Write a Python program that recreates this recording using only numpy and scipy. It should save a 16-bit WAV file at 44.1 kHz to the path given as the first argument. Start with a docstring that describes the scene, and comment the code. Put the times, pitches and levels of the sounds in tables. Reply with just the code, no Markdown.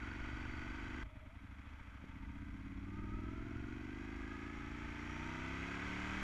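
"""Inside a rider's helmet on a V-twin motorcycle: it cruises, then after an abrupt cut coasts nearly at idle,
takes up the drive with a dull knock and accelerates. Uneven intake pulses ring the airbox, exhaust pulses
thud through pipe resonances and a fifth-order tone booms below. Shaped noise makes the valve gear and clutch
clatter, phase-modulated tones the gear whine, lumpy low noise the wind. One crank times all engine parts."""
import sys
import numpy as np
from scipy.fft import rfft, irfft, next_fast_len
from scipy.io import wavfile
from scipy.ndimage import uniform_filter1d, map_coordinates

SR = 44100
rng = np.random.default_rng(int(sys.argv[2]) if len(sys.argv) > 2 else 0)


def wrap_up_sound(samples):
    """Save the sound to the file named by the first command line argument, as 16-bit audio."""
    columns = np.atleast_2d(samples).T
    # keep every value between -1 and 1, then stretch to whole-number steps
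    tamed = np.clip(columns, -1, 1)
    steps = np.round(tamed * 32767).astype(np.int16)
    wavfile.write(sys.argv[1], SR, steps)


N = 274736
TIME = np.arange(N) / SR
CUT_S = 1.034  # cruise before, pull after
MID_SPEED_HZ = 24  # four-stroke cycles per second


def amp(db):
    """Decibels to gain."""
    return 10 ** (np.asarray(db) / 20)


def unit(x):
    """Scale to rms 1."""
    return x / np.sqrt(np.mean(x ** 2) + 1e-20)


def steady(x):
    """Scale to a running rms of about 1."""
    power = uniform_filter1d(uniform_filter1d(x ** 2, size=9000), size=6000)
    return x / np.sqrt(np.abs(power) + 1e-20)


def curves(rows):
    """One value per sample for each column after the time."""
    knot_s, *columns = np.transpose(rows)
    return np.array([np.interp(TIME, knot_s, column) for column in columns])


def wobble(rate_hz):
    """Smooth random curve with rate_hz knots a second."""
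    knots = rng.standard_normal(int(N * rate_hz / SR) + 4)
    return map_coordinates(knots, [TIME * rate_hz])


def filtered(x, response):
    """Multiply the spectrum of x by a complex response of frequency."""
    m = next_fast_len(N + SR // 2)  # padded against wrap-round
    return irfft(rfft(x, m) * response(np.fft.rfftfreq(m, 1 / SR)), m)[:N]


def colour(points, hz):
    """Gain of (frequency [Hz], level [dB]) points joined on a log axis."""
    point_hz, db = np.transpose(points)
    return amp(np.interp(np.log(hz + 1), np.log(point_hz), db))


def resonate(x, modes, edge_hz):
    """Ring parallel band-pass modes of alternating sign, muffled above an edge."""
    def response(f):
        body = 0
        for k, (centre, width, db) in enumerate(modes):
            damping = 1j * f * width
            body = body + (-1) ** k * amp(db) * damping / (centre * centre - f * f + damping)
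        return body / (1 + (f / edge_hz) ** 8)
    return filtered(x, response)


def panels(hz):
    """Gain that the ringing panels of the engine casing add."""
    # casing panels: (centre [Hz], width [Hz], lift [dB])
    panel_modes = [(662.7, 46, 7.5), (914, 113, 7.5), (1250, 237, 7), (1548, 128, 6.5), (1988, 210, 8),
                   (2160, 185, 4), (2517, 117, 6.5), (3115, 160, 3), (3910, 160, 6.5), (4580, 100, 7.5),
                   (5620, 125, 8), (6600, 350, 2)]
    return amp(sum(db / (1 + (2 * (hz - c) / w) ** 2) for c, w, db in panel_modes))


def speed():
    """Engine speed in four-stroke cycles per second; it jumps at the cut."""
    # engine speed before the cut: (time [s], speed [cycles/s])
    cruise_speed = [(0, 23.24), (.15, 23.33), (.39, 24.09), (.59, 23.85), (.77, 24.7), (1.03, 24.8)]
    # engine speed after the cut: (time [s], speed [cycles/s])
    pull_speed = [(1.03, 9.82), (1.28, 9.69), (1.41, 12.77), (1.73, 14.51), (1.93, 13.57), (2.28, 15.03),
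                  (2.62, 17.29), (2.77, 17.46), (2.94, 19.57), (3.15, 20.24), (3.49, 22.75), (3.85, 24.26),
                  (4.0, 25.52), (4.79, 28.65), (5.04, 29.08), (5.75, 35.42), (6.0, 37.04), (6.23, 39.25)]
    return np.where(TIME < CUT_S, curves(cruise_speed)[0], curves(pull_speed)[0])


def octaves():
    """Doublings of engine speed above mid speed."""
    return np.log2(speed() / MID_SPEED_HZ)


def crank():
    """Engine position in four-stroke cycles: integrated speed, with a new start at the cut."""
    cruise = .603 + np.cumsum(speed()) / SR
    pull = 26.06 + np.cumsum(speed() * (TIME >= CUT_S)) / SR
    return np.where(TIME < CUT_S, cruise, pull)


def loudness(law, load):
    """Gain of a source that varies with engine speed and load."""
    db, per_octave_db, coasting_db = law
    return amp(db + per_octave_db * octaves() - coasting_db * (1 - load))


def pulses(cycle, angle, scatter_db, jitter_s):
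    """One pulse a cycle at a given engine position, each a little different in size and time."""
    at = np.flatnonzero(np.diff(np.floor(cycle - angle)) > 0)
    at = at[np.abs(at - CUT_S * SR) > 2]  # no pulse from the jump in position
    size, shift = rng.standard_normal((len(at), 2)).T
    at = np.clip(at + (shift * jitter_s * SR).astype(int), 0, N - 1)
    return np.bincount(at, amp(scatter_db * size), N)


def rattle(cycle, locked, surge_db, grain_db, smoothing=0.17):
    """Dense metal contacts: part repeat every cycle, all surge as the valves seat, most at low revs."""
    pattern = rng.standard_normal(size=320)
    repeating = unit(map_coordinates(pattern, [cycle % 1 * len(pattern)], order=1, mode="grid-wrap"))
    share = np.clip(locked, 0, 1)
    contacts = np.sqrt(share) * repeating * 0.35 + np.sqrt(1 - share) * rng.standard_normal(N)
    seating = np.exp(4 * (np.cos(2 * np.pi * (cycle - .32)) - 1))
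    seating += 0.9 * np.exp(6 * (np.cos(2 * np.pi * (cycle - .72)) - 1))
    surge = surge_db * (1 - smoothing * octaves()) * seating
    return contacts * amp(surge + grain_db * wobble(350))


def wind():
    """Air tumbles round the helmet in lumps: a stream that grows with engine speed, and a few gusts."""
    # spectrum of the buffeting: (frequency [Hz], level [dB])
    buffet = [(12, -1), (25, -4.5), (50, 3), (68, 0), (100, -9), (160, -14), (280, -19.5), (450, -33),
              (900, -71)]
    # gusts on the helmet: (time [s], half-length [s], level [dB])
    gusts = [(0.403, 0.35, -50), (0.94, 0.085, -50), (2.42, 0.2, -52.5), (3.1, 0.15, -48),
             (3.505, .18, -47.5), (6.22, 0.11, -48.5)]
    noise = filtered(rng.standard_normal(N), lambda f: colour(buffet, f))
    stream = amp(-56.5 + 2 * octaves())  # dB at mid speed, dB per octave
    gust_power = sum(amp(db) ** 2 * np.exp(-((TIME - s) / half) ** 2) for s, half, db in gusts)
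    return np.sqrt(stream ** 2 + gust_power) * unit(noise * amp(0.36 * wobble(6.1)))


def knocks():
    """The drive takes up its slack: an impulse rings a few dull, heavily damped modes."""
    # knocks: (time [s], peak level [dB])
    drive_knocks = [(2.04, -40.5)]
    # knock resonances: (centre [Hz], width [Hz], level [dB])
    knock_modes = [(130, 115, 1), (270, 230, -2.5), (420, 57, -8), (650, 91, -18)]
    out = np.zeros(N)
    for s, db in drive_knocks:
        impulse = 1. * (np.arange(N) == round(s * SR))
        ring = resonate(impulse, knock_modes, edge_hz=720)
        out += amp(db) * ring / np.abs(ring).max()
    return out


def clutch(cycle):
    """Loose plates chatter in surges locked to the crank and ring a few modes."""
    # clutch resonances: (centre [Hz], width [Hz], level [dB])
    clutch_ring = [(2120, 200, 0), (2470, 230, -1.5), (3280, 400, -7.5)]
    chatter = rattle(cycle, locked=.3, surge_db=4.0, grain_db=-0.5)
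    return unit(resonate(chatter, clutch_ring, edge_hz=4700))


def whine(cycle, teeth, lurch_rad, blur_rad):
    """Gear mesh tone; the crank lurches within each cycle and backlash blurs the pitch."""
    turn = 2 * np.pi * cycle
    tone = np.sin(teeth * turn + lurch_rad * np.sin(turn) + blur_rad * wobble(110))
    return unit(tone * amp(2.5 * np.cos(turn - 1.3) + 3.0 * wobble(140)))


def gears(cycle, load, hiss_db):
    """Three meshes whine under drive or braking; tones flare as they cross cover and casing modes."""
    # primary, gearbox, cam drive: (teeth [per cycle], level before the covers [dB], growth [dB/octave],
    # coasting loss [dB], lurch [rad], blur [rad])
    meshes = [(62.14, -59.5, 4.5, 14, 1.5, 1.0), (46, -67, 17.5, 6.5, 0.44, .45),
              (30.07, -64.5, 13, 11, 0.34, .25)]
    # gear covers: (centre [Hz], width [Hz], level [dB])
    covers = [(647, 67, -2), (908, 54, 2.5), (1274, 80, 3.5), (1472, 90, -1.5), (1647, 99, 0.5),
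              (2100, 240, -3)]
    # casing modes rung by the overtone: (centre [Hz], width [Hz], level [dB])
    singing = [(4570, 68, -2), (5740, 140, 4.5), (6530, 600, -7)]
    tones = []
    for teeth, *law, lurch_rad, blur_rad in meshes:
        tones.append(loudness(law, np.abs(load)) * whine(cycle, teeth, lurch_rad, blur_rad))
    cruising = amp(9 * (TIME < CUT_S))  # +9 dB on primary and overtone
    mesh = resonate(cruising * tones[0] + sum(tones[1:]), covers, edge_hz=5400)
    overtone = resonate(whine(cycle, teeth=191, lurch_rad=2.1, blur_rad=2.7), singing, edge_hz=12000)
    return mesh + amp(hiss_db - 16.5) * cruising * unit(overtone)  # overtone level follows the hiss


def mechanics(cycle, clatter_db, hiss_db):
    """Valve gear and clutch plates rattle the casing panels, with a finer hiss on top."""
    # clatter spectrum: (frequency [Hz], level [dB])
    casing = [(200, -10.5), (400, -7), (520, -8.5), (780, -7), (1100, -5.5), (1400, -2.5), (1650, -2),
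              (1820, -6), (2300, -2), (2800, -9), (3400, -8.5), (3700, -23), (5000, -54)]
    # hiss spectrum: (frequency [Hz], level [dB])
    hiss_spectrum = [(2500, -21), (3600, -0.5), (4200, -2), (5100, -3), (6200, -3.5), (7200, -4.5),
                     (8200, -15), (9800, -20.5), (11000, -19), (12700, -28)]
    coarse = rattle(cycle, locked=0.52, surge_db=3.5, grain_db=0.7)
    clatter = filtered(coarse, lambda f: colour(casing, f) * panels(f))
    fine = rattle(cycle, locked=0.042, surge_db=2.0, grain_db=1.3)
    hiss = filtered(fine, lambda f: colour(hiss_spectrum, f) * panels(f))
    return amp(clatter_db) * steady(clatter) + amp(hiss_db) * steady(hiss)


def drone(cycle, waver_db, angle=0.2):
    """Both cylinders push nearly in step on the fifth order, which booms as it sweeps through hollows."""
    # hollows: (centre [Hz], width [Hz], level [dB])
    boom = [(95.6, 20, -4), (197.4, 32, 8)]
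    fifth = np.sin(2 * np.pi * 5 * (cycle - angle))
    hollows = sum(amp(db) / np.hypot(1, 2 * (5 * speed() - hz) / width) for hz, width, db in boom)
    return unit(fifth * amp(waver_db * wobble(6.9))) * hollows


def exhaust(cycle):
    """A limping pair of pulses thuds through the silencers, loudest where orders meet resonances."""
    # silencer resonances: (centre [Hz], width [Hz], level [dB])
    pipe = [(55.3, 26, 4), (107, 38, 1), (132.3, 22.6, -7)]
    first = pulses(cycle, angle=0.97, scatter_db=-1.0, jitter_s=0.0003)
    second = pulses(cycle, angle=0.3554, scatter_db=0.6, jitter_s=0.00038)
    return unit(resonate(0.58 * first + second, pipe, edge_hz=280))


def intake(cycle, turbulence_db=-18):
    """Two cylinders gulp at uneven intervals; the airbox rings lower and longer at low revs."""
    # airbox at low revs: (centre [Hz], width [Hz], level [dB])
    slow_airbox = [(197.8, 22.7, -1), (233, 33, -5.5), (267, 36.5, 2), (300.6, 58, -4)]
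    # airbox at high revs: (centre [Hz], width [Hz], level [dB])
    fast_airbox = [(220.4, 51, -2), (286, 66, 2), (356, 76.7, -1.5), (407, 103, -10.5), (473, 74, -18.5)]
    first = pulses(cycle, angle=.858, scatter_db=0.3, jitter_s=.00006)
    second = pulses(cycle, angle=0.2454, scatter_db=0.75, jitter_s=.00008)
    second_db = 2 - 3.5 * octaves()  # over the first; fades as speed rises
    gulps = steady(first + amp(second_db) * second) + amp(turbulence_db) * rng.standard_normal(N)
    sharp = np.clip((speed() - 16) / 8, 0, 1)  # crossfade from 16 to 24 cycles/s
    slow = resonate(gulps, slow_airbox, edge_hz=338)
    fast = resonate(gulps, fast_airbox, edge_hz=480)
    return steady((1 - sharp) * slow + sharp * fast)


def scene():
    """One crank times the engine; gas, meshes and clutch follow the load, clatter and hiss a level curve."""
    # engine load: (time [s], load [1 = hard pull, 0 = coasting, below 0 = engine braking])
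    load_curve = [(0, 0.69), (.85, 0.72), (1.01, 0.82), (1.07, -1.25), (1.28, -1.25), (1.4, 0.21),
                  (1.9, -0.042), (2.25, 0.6), (2.9, 0.86), (3.15, 0.94), (4.1, 0.87), (4.95, 0.77),
                  (5.25, 0.88), (6.23, 0.83)]
    # casing clatter after the cut: (time [s], level [dB])
    pull_clatter = [(1.05, -65), (1.3, -65.5), (1.7, -61.5), (2.8, -62), (3.7, -58.5), (4.2, -55.5),
                    (4.7, -54.5), (5.15, -50.5), (6.23, -45.5)]
    # loudness laws: (level at mid speed and full load [dB], growth [dB/octave], coasting loss [dB])
    intake_law = (-48, .5, 15)
    exhaust_law = (-51, -4, 5.5)
    drone_law = (-58.5, 0.39, 3)  # level before the hollows
    clutch_law = (-74, 0, -2)  # negative loss: louder as the load comes off
    cycle = crank()
    load, = curves(load_curve)
    throttle = np.maximum(load, 0)
    clatter_db = np.where(TIME < CUT_S, -52.5, curves(pull_clatter)[0])
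    # -73 dB at mid speed over a -55 dB clatter
    hiss_db = -73 + .8 * (clatter_db + 55) + 4 * octaves()
    gas = loudness(exhaust_law, throttle) * exhaust(cycle)
    gas += loudness(intake_law, throttle) * intake(cycle)
    gas += loudness(drone_law, throttle) * drone(cycle, waver_db=-1.05)
    metal = mechanics(cycle, clatter_db, hiss_db) + gears(cycle, load, hiss_db)
    metal += loudness(clutch_law, throttle) * clutch(cycle)
    low = filtered(gas + wind(), lambda f: 1 / (1 + (f / 2000) ** 4))  # rolls off above 2 kHz
    return (low + metal + knocks())[None]


def record(dry):
    """The microphone channel adds a faint hiss and keeps nothing above its band limit."""
    hiss = amp(-84.5) * rng.standard_normal(N)
    band_limit_hz = 12750
    return filtered(dry[0] + hiss, lambda f: f < band_limit_hz)[None]


dry = scene()
out = record(dry)
wrap_up_sound(out)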